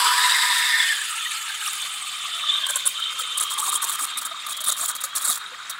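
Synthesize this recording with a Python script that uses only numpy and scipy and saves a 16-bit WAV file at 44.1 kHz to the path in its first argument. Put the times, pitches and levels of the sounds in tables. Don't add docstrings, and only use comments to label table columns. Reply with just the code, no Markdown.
import sys
import numpy as np
from scipy import signal
from scipy.fft import rfft, irfft, next_fast_len
from scipy.io import wavfile
from scipy.ndimage import uniform_filter1d

SR = 44100
rng = np.random.default_rng(int(sys.argv[2]) if len(sys.argv) > 2 else 0)


def nominal_scale(level):
    x = np.asarray(level, float) / 20
    return 10 ** x


def wrap_up_sound(samples):
    columns = np.atleast_2d(samples).T
    tamed = np.clip(columns, -1, 1)
    steps = np.round(tamed * 32767).astype(np.int16)
    wavfile.write(sys.argv[1], SR, steps)


N = 255339
TIME = np.arange(N) / SR
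SIZE = next_fast_len(N)
HZ = np.maximum(np.arange(SIZE // 2 + 1) * SR / SIZE, 1)


def rms_one(x):
    return x / np.sqrt(np.mean(x ** 2) + 1e-20)


def in_time(rows):
    s, *columns = np.transpose(rows)
    return [np.interp(TIME, s, column) for column in columns]


def at_hz(points, hz):
    point_hz, point_db = np.transpose(points)
    return np.interp(np.log(hz), np.log(point_hz), point_db)


def drift(rate):
    step = 16
    r = np.exp(-2 * np.pi * step * rate / SR)
    slow = signal.lfilter([1], [1, -2 * r, r * r], rng.standard_normal(N // step + 3002))[3000:]
    return np.interp(np.arange(N) / step, np.arange(len(slow)), rms_one(slow))


def resonance(x, hz, width):
    hz = hz + np.zeros(N)
    out, state = np.zeros(N), np.zeros(2)
    r = np.exp(-np.pi * width / SR)
    b = [(1 - r * r) / 2, 0, (r * r - 1) / 2]
    size = 256 if np.ptp(hz) else N
    for i in range(0, N, size):
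        a = [1, -2 * r * np.cos(2 * np.pi * hz[i] / SR), r * r]
        out[i:i + size], state = signal.lfilter(b, a, x[i:i + size], zi=state)
    return out


def mode(x, hz, width):
    return rms_one(resonance(resonance(x, hz, width), hz, 3 * width))


def churn(rough_db, rate):
    return rms_one(rng.standard_normal(N) * nominal_scale(rough_db * drift(rate)))


# (frequency [Hz], width [Hz], lift [dB])
HIGH_AIR = [(6760, 220, 8.5), (8210, 540, 6), (9900, 1630, 4), (7500, 270, 6), (4500, 380, 0.5),
            (12250, 660, 3), (14600, 600, 2.5), (5700, 520, 3.5), (2410, 1200, 7)]


def bands(source, patchy_db, rate):
    lift_db = sum(db / (1 + (2 * (HZ - hz) / width) ** 2) for hz, width, db in HIGH_AIR)
    spectrum = rfft(source, SIZE) * nominal_scale(lift_db)
    for centre in 400 * 2 ** (np.arange(28) / 5):
        band_shape = np.cos(np.pi / 2 * np.clip(5 * np.log2(HZ / centre), -1, 1)) ** 2
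        yield centre, irfft(spectrum * band_shape, SIZE)[:N] * nominal_scale(patchy_db * drift(rate))


# (frequency [Hz], density [dB per Hz])
ROOM = [(12, -49), (20, -18.5), (140, -7), (169, -3), (195, -8.5), (260, -5), (447, -15.5), (720, -43),
        (900, -29.5), (1170, -48), (1980, -120)]
# (frequency [Hz], level [dB])
HUM = [(705, -70), (405, -73), (39, -85), (165, -76)]


def room():
    rumble = irfft(rfft(rng.standard_normal(N), SIZE) * nominal_scale(at_hz(ROOM, HZ)), SIZE)[:N]
    tones = sum(nominal_scale(db) * rms_one(resonance(rng.standard_normal(N), hz, 2.1)) for hz, db in HUM)
    return nominal_scale(-68) * rms_one(rumble) + tones


# (time [s], violence [dB], tightness of the jet [rim pitch ratio])
COLLAPSE = [
    (0, 2, 0.5),
    (0.081, 1.5, .63),
    (.14, -1, 0.84),
    (0.229, 1, 0.96),
    (.5, -2.5, 0.99),
    (.82, -4.5, 1.05),
    (.93, -7, .97),
    (.99, -17, .88),
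    (1.15, -23, 0.75),
]
# (frequency [Hz], density [dB per Hz])
SCREECH_COLOUR = [(300, -38), (500, -28.5), (800, -10.5), (1000, -34), (1500, 6), (2500, -15), (3300, -9),
                  (4400, 0.5), (5500, -12.5), (6900, -22), (7900, -11), (10500, -11), (12000, -12.5),
                  (16000, -22)]
# (frequency [Hz], width [Hz], level [dB])
WALL = [(988, 38.5, 0), (1245, 29, -8), (428, 48, -28.5), (3050, 61, -29)]
# (frequency [Hz], width [Hz], level [dB])
RIM = [(1823, 28, 1.5), (1970, 26, -2.5), (2150, 50, -2.5), (1687, 60, -7)]
# (frequency [Hz], width [Hz], level [dB])
BRIGHT = [(4840, 450, -4), (7730, 110, -7.5), (8010, 220, -10.5), (9060, 180, -14.5), (6630, 80, -32)]


def screech():
    violence_db, tight = in_time(COLLAPSE)
    tight = np.minimum(tight, 1)
    end_s = COLLAPSE[-1][0]
    t = np.minimum(TIME, end_s)
    alive = t < end_s
    wall_db = -25 + 1.9 * violence_db - 12 * np.clip((t - 0.81) / 0.024, 0, 1)
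    rim_db = -23.5 + 1.44 * violence_db + 14.5 * t
    roar_db = -26 + 0.87 * violence_db
    whistle_db = -19.5 + violence_db - 55 * (1 - tight)
    whistle_hz = (3960 - 500 * t) * tight ** 0.49

    shake = churn(2.0, 60)
    wall = sum(nominal_scale(db + 1.5 * drift(25)) * mode(shake, hz, width) for hz, width, db in WALL)
    rim = sum(nominal_scale(db + 1.2 * drift(25)) * mode(shake, hz * tight, width) for hz, width, db in RIM)
    whistle = mode(shake, whistle_hz, 330)
    roar = sum(nominal_scale(at_hz(SCREECH_COLOUR, hz)) * band for hz, band in bands(churn(1.2, 80), 1.3, 50))
    bright = sum(nominal_scale(db) * mode(shake, hz, width) for hz, width, db in BRIGHT)
    steel = nominal_scale(wall_db - 2.5) * wall + nominal_scale(rim_db - 10.0) * rim + nominal_scale(whistle_db - 3.5) * whistle
    broad = nominal_scale(roar_db) * (nominal_scale(0.5) * rms_one(roar) + bright)
    return uniform_filter1d(alive * 1., 4000) * (steel + broad)


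# (time [s], air column [Hz], swirl across the pitcher [dB], push down the column [dB])
JET = [(0, 1300, -23, -29.5), (.7, 1196, -45, -42.5), (.95, 1180, -32, -48), (1.1, 1370, -30.5, -39),
       (1.5, 1305, -31.5, -41), (2.1, 1190, -30.5, -43.5), (2.4, 1275, -26, -37.5), (2.55, 1190, -23, -37),
       (2.7, 1090, -27, -45), (2.93, 1110, -30.5, -48), (3.0, 1313, -25.5, -39), (3.5, 1156, -28.5, -36.5),
       (3.9, 1198, -30.5, -36), (4.3, 1254, -35.5, -39.5), (4.6, 1190, -32, -43), (5.1, 1245, -37.5, -38.5),
       (5.45, 1300, -38.5, -39), (5.79, 1360, -38.5, -43)]
# (frequency [Hz], width [Hz], level [dB])
CROSS = [(3037, 150, 16), (3370, 240, 18), (2470, 77, -28), (4320, 1600, 1)]
# (frequency [Hz], density [dB per Hz])
THIN_MILK = [(600, -29), (1000, -20), (1500, -13), (2500, -4), (4000, -1), (5000, -9.5), (5600, -15),
             (6900, -6), (8500, -4.5), (10300, -6.5), (11200, -12), (16000, -16)]
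# (frequency [Hz], density [dB per Hz])
THICK_FOAM = [(500, 2), (900, 2), (1600, 13.5), (2500, 8), (4200, 10.5), (4900, 6.5), (5600, 1), (8000, 2),
              (11000, -11), (13500, -18), (16000, -19)]


def jet(opening):
    column_hz, cross_db, column_db = in_time(JET)

    gurgle = 0.012 + 0.14 * np.exp(-TIME)
    wobble_hz = column_hz * (1 + gurgle * drift(9.0))
    depth = np.linspace(0, 1, N) ** 2
    puff = churn(3.13, 44)
    column = (1 - depth) * mode(puff, wobble_hz, 107) + depth * mode(puff, wobble_hz, 386)
    mouth_edge = signal.butter(6, 826, "high", fs=SR, output="sos")
    column = rms_one(signal.sosfilt(mouth_edge, column))

    warm = 1 + 0.11 * np.arange(N) / N
    push, cross = churn(1.7, 45), 0
    for hz, width, db in CROSS:
        moving_hz = hz * warm * (1 + 0.011 * drift(3.0))
        cross = cross + nominal_scale(db + 2.53 * drift(9.7)) * mode(push, moving_hz, width)

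    hiss_db = -30.5 - 3 * TIME + 1.17 * drift(7.5)
    foam = np.clip(0.034 + 0.12 * TIME + 0.033 * drift(6.6), 0, 1)
    hiss = 0
    for hz, band in bands(churn(0.83, 41), 3.1, 33):
        thin_db = at_hz(THIN_MILK, hz) - at_hz(THIN_MILK, 10460)
        thick_db = at_hz(THICK_FOAM, hz) - at_hz(THICK_FOAM, 5460)
        hiss = hiss + nominal_scale(thin_db + foam * (thick_db - thin_db)) * band

    column = (nominal_scale(column_db + 2.0) + nominal_scale(-18.0) * opening) * column
    cross = (nominal_scale(cross_db - 3.0) + nominal_scale(-44) * opening) * rms_one(cross)
    return column + cross + nominal_scale(hiss_db + 0.5) * hiss


# (pitch [ratio to the lowest], width [Hz])
MILK_MODES = [(1, 75), (1.84, 118), (2.55, 136)]
# (level [dB], fade [dB per s], kick by a spit [dB])
MILK_LEVELS = [(-49, 4.5, 28.5), (-42.5, 8, 20), (-46, 4.0, 22)]


def milk(opening):
    lowest_hz = np.clip(1240 - 230 * TIME, 240, 950)
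    stir, jolt, out = churn(2.2, 28), uniform_filter1d(opening, 600), 0
    for (ratio, width), (level_db, fade, kick_db) in zip(MILK_MODES, MILK_LEVELS):
        hz = ratio * lowest_hz * (1 + 0.025 * drift(12))
        lift_db = 16 / (1 + (2 * (hz - 1604) / 400) ** 2)
        sway_db = 0.47 * drift(5) + 2.0 * drift(5.0)
        wave = nominal_scale(level_db - fade * TIME + lift_db + sway_db) * mode(stir, hz, width)
        out = out + (1 + nominal_scale(kick_db) * jolt) * wave
    heave = rms_one(uniform_filter1d(opening, 900)) * mode(churn(0.97, 32), 217, 246)
    heave_db = -55 - 24 + 2 * TIME
    return out + nominal_scale(heave_db) * heave


# (middle [s], length [s], pitch [Hz], peak [dB])
BUBBLES = [(.072, .013, 1275, -23), (.322, 0.0028, 3900, -13), (.511, 0.019, 990, -24.5),
           (.746, .018, 1813, -18), (.806, 0.011, 3490, -17), (.808, .01, 1800, -18),
           (.89, 0.014, 3050, -23.5), (.928, .0085, 1694, -17.5), (1.254, .0074, 3540, -25.5),
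           (1.264, 0.01, 1910, -23.5), (1.502, 0.014, 1580, -30.5), (1.615, 0.0037, 2960, -24),
           (1.664, .0031, 2850, -22.5), (1.683, 0.0053, 1200, -24), (1.828, .0038, 3500, -25.5),
           (2.5, 0.018, 3510, -16), (2.541, 0.016, 3710, -18.5), (2.644, 0.0036, 3510, -15.5),
           (3.027, 0.012, 3120, -25), (3.588, .0037, 3650, -21.5), (3.631, 0.0062, 1200, -21),
           (3.679, 0.0078, 1030, -26), (3.73, 0.0034, 1165, -16), (3.761, 0.0079, 3240, -24),
           (4.32, .012, 1244, -29), (1.678, .0015, 5700, -19.5), (4.678, 0.0051, 1200, -27),
           (4.695, .008, 3740, -26.5), (5.297, 0.0087, 1200, -28), (5.299, 0.03, 3840, -27.5)]
# (middle [s], pitch [Hz], peak [dB])
GULPS = [(2.71, 585, -41.5), (2.879, 546, -56), (3.217, 507, -50), (3.413, 457, -52), (3.598, 870, -33),
         (3.686, 780, -38.5), (3.85, 910, -35), (4.024, 272, -50), (4.49, 684, -50), (2.766, 570, -53),
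         (4.322, 667, -41.5), (4.62, 630, -46), (4.696, 595, -39.5), (4.839, 700, -42), (5.051, 550, -47),
         (5.296, 242, -44), (5.309, 713, -40.5), (5.53, 504, -47)]


def bubbles():
    gulp_s, plop_s = 0.016, 0.0029
    rows = BUBBLES + [(s, gulp_s, hz, level_db) for s, hz, level_db in GULPS]
    rows += [(s - gulp_s / 2, plop_s, 1.19 * hz, level_db - 3) for s, hz, level_db in GULPS]
    out = np.zeros(N)
    for (s, length, hz, level_db), start in zip(rows, rng.random((len(rows), 1))):
        reach = round(2 * length * SR)
        t = np.arange(-reach, reach) / SR
        at = np.clip(round(s * SR) + np.arange(len(t)) - len(t) // 2, 0, N - 1)
        turns = hz * t * (1 + 0.014 * t / length) + start
        swell = np.exp(-2.6 * (t / length) ** 2)
        out[at] += nominal_scale(level_db + 2.0) * swell * np.sin(2 * np.pi * turns)
    return out


# (time [s], length [s], level [dB], swell [dB])
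SPITS = [(1.659, 0.029, -27, 1.5), (1.729, .006, -21, 1), (1.751, 0.0051, -26, 9), (1.816, 0.012, -30, -14),
         (2.665, 0.0044, -22, 9), (2.687, 0.019, -23, 3), (2.7, 0.009, -17.5, 11),
         (2.756, 0.018, -19.5, -12), (2.854, 0.025, -15.5, 6.5), (2.997, 0.0076, -33, -7),
         (3.187, 0.03, -27.5, -10), (3.214, 0.0075, -30, 0), (3.372, .014, -22, 3),
         (3.499, 0.024, -24.5, -2), (3.523, 0.021, -31, 4), (4.171, 0.026, -29, -14),
         (4.211, 0.025, -35, -3), (4.25, 0.021, -25.5, -6), (4.464, 0.0081, -29.5, -7),
         (4.486, 0.046, -30.5, 8), (4.567, 0.013, -33.5, -10), (4.603, 0.017, -26.5, 1),
         (4.638, 0.016, -24.5, -6), (4.95, 0.019, -30.5, 1), (5.005, 0.02, -34.5, -7),
         (5.036, 0.022, -26, -9), (5.151, 0.032, -20.5, 0), (5.355, 0.015, -34, -17),
         (5.373, .012, -33.5, -19), (5.695, 0.022, -34.5, -12)]
# (time [s], length [s], peak [dB], place of the peak [0-1])
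SPUTTERS = [(3.398, 0.021, -16, 0.6), (3.422, 0.016, -14.5, 0.87), (3.576, 0.03, -17, 0.66),
            (3.614, .088, -21, 0.76), (3.719, 0.058, -20.5, 0.37), (3.818, 0.014, -20, 0.7),
            (3.834, 0.017, -14, 0.55), (3.866, 0.043, -23.5, 0.6), (3.915, 0.044, -22.5, 0),
            (3.985, 0.069, -19.5, 0.84), (4.661, 0.043, -16.5, 0.59), (4.714, 0.017, -18, 0.5),
            (4.765, 0.097, -21.5, .65), (4.878, 0.039, -20.5, 0.3), (5.21, 0.03, -30.5, .4),
            (5.24, 0.033, -21.5, 0.4), (5.273, 0.061, -17, 0.27), (5.336, 0.017, -29, 0.3)]


def tip():
    open_db = np.full(N, -120.)
    flutter_db = -1 * drift(32)
    for s, length, level_db, swell_db in SPITS:
        span = slice(round(s * SR), round((s + length) * SR))
        along = np.linspace(-.5, .5, len(open_db[span]))
        arch_db = 3.5 * (1 / 3 - 4 * along ** 2)
        open_db[span] = level_db + swell_db * along + arch_db
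    for s, length, level_db, place in SPUTTERS:
        span = slice(round(s * SR), round((s + length) * SR))
        along = np.linspace(0, 1, len(open_db[span]))
        place = np.clip(place, .05, .95)
        away = abs(along - place) / max(place, 1 - place)
        open_db[span] = level_db - 9 * away + flutter_db[span]
    top_db = -17.5 - 0.49 * (np.maximum(open_db, -36) + 30) + 1.88 * TIME
    r = np.exp(-1 / (.001 * SR))
    return signal.lfilter([1 - r], [1, -r], nominal_scale(open_db)), uniform_filter1d(top_db, size=400)


# (frequency [Hz], density [dB per Hz])
SPIT_COLOUR = [(240, -67), (400, -45), (570, -11.5), (800, -14.5), (1220, -12.5), (2300, -73), (3750, 3),
               (5000, -9), (6100, -7.5), (7300, -2), (9900, -0.5), (11000, -2), (13200, -8.5),
               (16000, -1.5)]


def linger(opening, seconds):
    r = np.exp(-1 / (seconds * SR))
    return np.sqrt(signal.lfilter([1 - r], [1, -r], opening ** 2))


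def spits(opening, top_db):
    air = 0
    for hz, band in bands(churn(2.03, 320), 3.8, 82):
        narrow_db = (top_db + 9) * np.clip(2.4 * abs(np.log2(hz / 8900)), 0, 1.2)
        air = air + nominal_scale(at_hz(SPIT_COLOUR, hz) + narrow_db) * band
    ring = nominal_scale(-13) * linger(opening, 0.015) * np.roll(air, 5000)
    fizz = nominal_scale(-28.5) * linger(opening, 0.08) * np.roll(air, 9000)
    return nominal_scale(1.5) * opening * air + fizz + ring


def scene():
    opening, top_db = tip()
    surface = spits(opening, top_db) + bubbles()
    return (screech() + jet(opening) + milk(opening) + surface + room())[None]


def top_cut(x):
    return signal.sosfilt(signal.butter(12, 16660, fs=SR, output="sos"), x)


def record(dry):
    steep_cut = signal.ellip(10, .5, 45, 15780, fs=SR, output="sos")
    mix = signal.sosfilt(steep_cut, dry)
    return top_cut(mix)


dry = scene()
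out = record(dry)
wrap_up_sound(out)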